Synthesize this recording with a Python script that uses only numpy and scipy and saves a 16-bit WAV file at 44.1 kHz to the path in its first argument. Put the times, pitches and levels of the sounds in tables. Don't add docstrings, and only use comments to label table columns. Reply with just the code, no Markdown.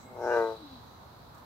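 import sys
import numpy as np
from scipy import signal
from scipy.fft import rfft, irfft, next_fast_len
from scipy.io import wavfile
from scipy.ndimage import map_coordinates

SR = 44100
rng = np.random.default_rng(int(sys.argv[2]) if len(sys.argv) > 2 else 0)


def master(y):
    cut = np.clip(np.atleast_2d(y).T, -1, 1)
    pcm = np.round(cut * 32767)
    wavfile.write(sys.argv[1], SR, pcm.astype(np.int16))


N = 63945

# (frequency [Hz], correlation [0-1])
LIKENESS = [(60, 1), (300, 0.7), (900, 0.11), (1500, 0), (3000, 0), (15000, 0)]
# (frequency [Hz], relative level [dB])
RUMBLE_SPECTRUM = [(5, -59.5), (20, -38), (40, -13), (60, -2), (90, -1), (125, 0), (170, -6.5), (250, -5.5),
                   (400, -47.5), (800, -22), (4000, -95)]
# (frequency [Hz], relative level [dB])
AIR_SPECTRUM = [(20, -58), (100, -3), (300, -3.5), (600, -3.5), (900, 2), (1250, -2), (1900, -13.5),
                (3000, -21), (4200, -16.5), (5300, -26), (7500, -28.5), (10000, -30), (12000, -22.5),
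                (15700, -24.5)]
# (frequency [Hz], left boost and right cut [dB])
OUTDOOR_PAN = [(100, 1), (300, -0.5), (600, -.8), (1000, -3.1), (2500, 1.5), (6000, -1), (12000, -1.1)]
# (time [s], whistle level [dB], hiss level [dB])
TRILL_LEVELS = [(0, -69, -66.5), (.2, -74, -88.5), (.29, -70, -71), (.36, -56, -58.5), (.4, -67, -59),
                (.443, -49, -63), (.48, -58.5, -57.5), (.59, -58.5, -60.5), (.645, -56, -60.5),
                (.74, -59.5, -59.5), (.83, -67.5, -63.5), (1, -67, -68), (1.1, -78.5, -66.5),
                (1.25, -76.5, -65.5), (1.45, -85, -69)]
# (peak time [s], half-length [s], centre [Hz], half-width [Hz], level [dB])
WHIRS_AND_SAC_HUM = [(.04, .1, 7800, 221, -68), (0.069, 0.35, 2140, 28.8, -66.5),
                     (0.088, 0.072, 254, 21.2, -54), (0.255, 0.044, 5510, 540, -58.5),
                     (0.325, 0.097, 5620, 905, -58), (.01, .05, 6360, 800, -64.5),
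                     (.58, 0.076, 8600, 90, -76.5), (.92, 0.17, 6200, 500, -75.5),
                     (1.36, .04, 1120, 463, -60)]
# (time [s], pulse rate [Hz])
PULSE_RATE = [(.1, 126.2), (.21, 119.8), (.3, 120.3), (.33, 119.1), (.39, 114.9), (.45, 112.5), (.5, 112),
              (.58, 110.3)]
# (time [s], depth of the limp [0-1])
GROWL_DEPTH = [(.1, 1), (.27, 1), (.33, 0.5), (.365, 0.45), (.4, 0.14), (.55, 0.52)]
# (time [s], level [dB])
EFFORT_LEVEL = [(.04, -59.5), (.11, -54), (.17, -43.5), (.245, -33), (.32, -26.5), (.38, -24), (.44, -30),
                (.528, -38), (.555, -46), (.58, -54), (.6, -53.5)]
# (time [s], gain of the upper formant [dB])
BRIGHTNESS = [(.15, -33), (.22, -5), (.28, 4.5), (.335, 1.5), (.375, 0), (.41, 1.5), (.47, -5), (.55, -8.5)]
# (frequency [Hz], relative level [dB])
SAC_SWELLING = [(30, -85), (120, -44.5), (250, -14), (310, -6), (362, 1.5), (420, 0.5), (482, 5.5),
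                (540, -1), (602, 5.5), (730, -2), (900, 3.5), (1000, -14.5), (1170, -12), (1340, -14),
                (1510, -4), (1700, -18), (1830, -31), (2350, -32.5), (3200, -56), (5000, -60.5)]
# (frequency [Hz], relative level [dB])
SAC_TAUT = [(30, -56), (120, -36), (240, -41), (350, -4), (470, 5), (590, 2), (700, -6), (810, -8.5),
            (930, 2), (1050, -39), (1150, -3.5), (1290, -21), (1420, -13.5), (1540, 2), (1640, -12),
            (1740, -14), (1850, -27), (2020, -28.5), (2200, -38.5), (2370, -23.5), (2560, -42.5),
            (2790, -23.5), (3050, -52), (5000, -69)]
# (frequency [Hz], relative level [dB])
SAC_EASING = [(30, -49.5), (120, -36), (230, -25.5), (280, -45), (340, -9), (400, -15), (455, 1.5),
              (510, -6), (570, -7.5), (680, -8.5), (745, -16.5), (795, -18), (850, -15), (905, -5),
              (965, -27.5), (1020, -19.5), (1140, -14), (1360, -22), (1580, -16), (1700, -42), (1850, -35),
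              (2000, -24), (2200, -62), (2380, -34), (2550, -51), (3200, -54), (5000, -64)]
# (frequency [Hz], left boost and right cut [dB])
ROCK_PAN = [(300, 1.63), (1000, 2.2), (2500, 1.7)]
# (frequency [Hz], relative level [dB])
RASP_SPECTRUM = [(30, -52), (300, 2), (600, 6.5), (1500, -3.5), (2100, -14.5), (4000, -20.5), (5500, -14.5),
                 (7000, -19), (9000, -25.5), (15500, -28.5)]
# (frequency [Hz], time to fall 60 dB [s])
BANK_DECAY = [(200, 0.089), (1000, .15), (3000, 0.17), (10000, 0.18)]
# (frequency [Hz], gain [dB])
BANK_GAIN = [(200, -36), (500, -28), (1000, -5), (1600, -10.5), (2400, -4), (5000, 1)]
# (time [s], pitch [Hz], level [dB])
HUM_GLIDE = [(.53, 340, -88), (.6, 323.8, -57.5), (.645, 293.5, -48), (.7, 273.2, -57), (.74, 254, -49),
             (.78, 242, -59), (.85, 241, -100)]
# (frequency [Hz], relative level [dB])
TICK_SPECTRUM = [(1000, -30), (4000, -3), (7500, 0.5), (11000, -13), (15500, 0)]
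# (time [s], level [dB])
TICK_ONSETS = [(1.346, -58.5), (1.378, -60)]

CREST_S = 0.3798


def amp(db):
    return 10 ** (np.asarray(db) / 20)


def unit(x):
    return x / np.sqrt(np.mean(x ** 2) + 1e-20)


def along(points, hz):
    freqs, values = np.transpose(points)
    return np.interp(np.log(hz + 1), np.log(freqs + 1), values)


def clock():
    return np.arange(N) / SR


def curves(rows):
    times, *columns = np.transpose(rows)
    return [np.interp(clock(), times, column) for column in columns]


def wobble(rate):
    return map_coordinates(rng.standard_normal(N // 100), [clock() * rate + 2])


def filtered(x, response):
    size = 2 * next_fast_len(N)
    return irfft(rfft(x, size) * response(np.fft.rfftfreq(size, 1 / SR)), size)[..., :N]


def ringing(points, hz):
    cepstrum = irfft(np.log(amp(along(points, hz))))
    causal = np.concatenate([cepstrum[:1], 2 * cepstrum[1:len(cepstrum) // 2]])
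    return np.exp(rfft(causal, len(cepstrum)))


def rush(gain):
    def mid_side(hz):
        angle = np.arccos(np.clip(along(LIKENESS, hz), -1, 1)) / 2
        return gain(hz) * np.array([np.cos(angle), np.sin(angle)])
    mid, side = filtered(rng.standard_normal((2, N)), mid_side)
    return unit(np.array([mid + side, mid - side]))


def narrow(centre_hz, half_width_hz):
    return rush(lambda hz: np.minimum(hz / centre_hz, 1) / (1 + ((hz - centre_hz) / half_width_hz) ** 2))


def outdoors(rumble_db=-56.5, air_db=-54.5):
    rumble = amp(rumble_db) * rush(lambda hz: amp(along(RUMBLE_SPECTRUM, hz)))
    air = amp(air_db + 0.36 * wobble(8.48)) * rush(lambda hz: amp(along(AIR_SPECTRUM, hz)))
    return filtered(rumble + air, lambda hz: amp(np.outer([1, -1], along(OUTDOOR_PAN, hz))))


def trill(flutter_db=2.5):
    whistle_db, hiss_db = curves(TRILL_LEVELS)
    flutter = amp(flutter_db * wobble(79.46))
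    whistle = unit(flutter * narrow(centre_hz=3964, half_width_hz=65))
    hiss = narrow(centre_hz=3960, half_width_hz=790)
    return amp(whistle_db) * whistle + amp(hiss_db) * hiss


def whirs_and_sac_hum():
    return sum(amp(db) * np.exp(-((clock() - peak_s) / half_s) ** 2) * narrow(hz, half_hz)
               for peak_s, half_s, hz, half_hz, db in WHIRS_AND_SAC_HUM)


def cord_cycles():
    cycles = np.cumsum(curves(PULSE_RATE)[0]) / SR
    return cycles - np.interp(CREST_S, clock(), cycles)


def pulses(limp_s=0.00029, limp_size=0.033, jitter_s=0.00003, scatter_db=0.5):
    cycle = np.arange(-40, 26)
    due_s = np.interp(cycle, cord_cycles(), clock())
    growl = np.interp(due_s, *np.transpose(GROWL_DEPTH))
    limp = 2 * np.pi * (0.32 * cycle + 0.471)
    jitter, scatter = rng.standard_normal((len(cycle), 2)).T
    position = SR * (due_s + growl * (limp_s * np.cos(limp) + jitter_s * jitter))
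    size = (1 + limp_size * growl * np.sin(limp)) * amp(scatter_db * scatter)
    taps = position.astype(int)[:, None] + np.arange(-7, 9)
    offset = taps - position[:, None]
    shape = np.sinc(offset) * np.sinc(offset / 8)
    return np.bincount(np.clip(taps, 0, N - 1).ravel(), (size[:, None] * shape).ravel(), N)


def ramp(middle_s, length_s):
    return np.clip((clock() - middle_s) / length_s + .5, 0, 1)


def bellow(upper_formant_edge_hz=1290):
    train = pulses()
    (effort_db,), (bright_db,) = curves(EFFORT_LEVEL), curves(BRIGHTNESS)
    call_s = train.sum() / np.mean(curves(PULSE_RATE))
    scale = np.sqrt(call_s * SR / N)
    swelling, taut, easing = [scale * unit(filtered(train, lambda hz: ringing(sac, hz)))
                              for sac in (SAC_SWELLING, SAC_TAUT, SAC_EASING)]
    tighten = ramp(middle_s=0.3006, length_s=0.044)
    ease = ramp(middle_s=0.375, length_s=0.11)
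    inflated = (1 - ease) * taut + ease * easing
    voice = amp(effort_db) * ((1 - tighten) * swelling + tighten * inflated)
    upper = filtered(voice, lambda hz: 1 - 1 / (1 + (hz / upper_formant_edge_hz) ** 12))
    return voice + (amp(bright_db) - 1) * upper


def rasp(below_crest_db=20.5, db_per_effort_db=0.56, puff_depth=0.18):
    effort_db, = curves(EFFORT_LEVEL)
    crest_db = effort_db.max()
    level_db = crest_db - below_crest_db + db_per_effort_db * (effort_db - crest_db)
    puffs = 1 + puff_depth * np.sin(2 * np.pi * cord_cycles())
    return amp(level_db) * puffs * rush(lambda hz: amp(along(RASP_SPECTRUM, hz)))


def banks(call):
    hz, seconds, noise = signal.stft(rng.standard_normal((2, SR // 2)), SR, nperseg=256)
    decay = amp(-60 * seconds / along(BANK_DECAY, hz)[:, None])
    tail = signal.istft(noise * decay, SR, nperseg=256)[1]
    answer = signal.fftconvolve(call[None], tail / np.linalg.norm(tail[0]), axes=1)[:, :N]
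    return filtered(answer, lambda hz: amp(along(BANK_GAIN, hz)))


def hum():
    hz, db = curves(HUM_GLIDE)
    level = amp(db + 0.5 * wobble(47.3))
    wavering_hz = hz * (1 + 0.021 * wobble(62.2))
    return np.sqrt(2) * level * np.sin(2 * np.pi * np.cumsum(wavering_hz) / SR)


def ticks(t60_s=0.099):
    level = sum((clock() > onset_s) * amp(db - 60 * np.abs(clock() - onset_s) / t60_s)
                for onset_s, db in TICK_ONSETS)
    return level * rush(lambda hz: amp(along(TICK_SPECTRUM, hz)))


def scene(left_lead_s=0.00008):
    frog = bellow() + hum()
    sides = np.array([[1], [-1]])
    direct = filtered(frog, lambda hz: amp(sides * along(ROCK_PAN, hz))
                      * np.exp(1j * np.pi * hz * left_lead_s * sides))
    return outdoors() + trill() + whirs_and_sac_hum() + direct + rasp() + banks(frog) + ticks()


def record(dry, top_hz=15800):
    return filtered(dry, lambda hz: hz < top_hz)


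dry = scene()
out = record(dry)
master(out)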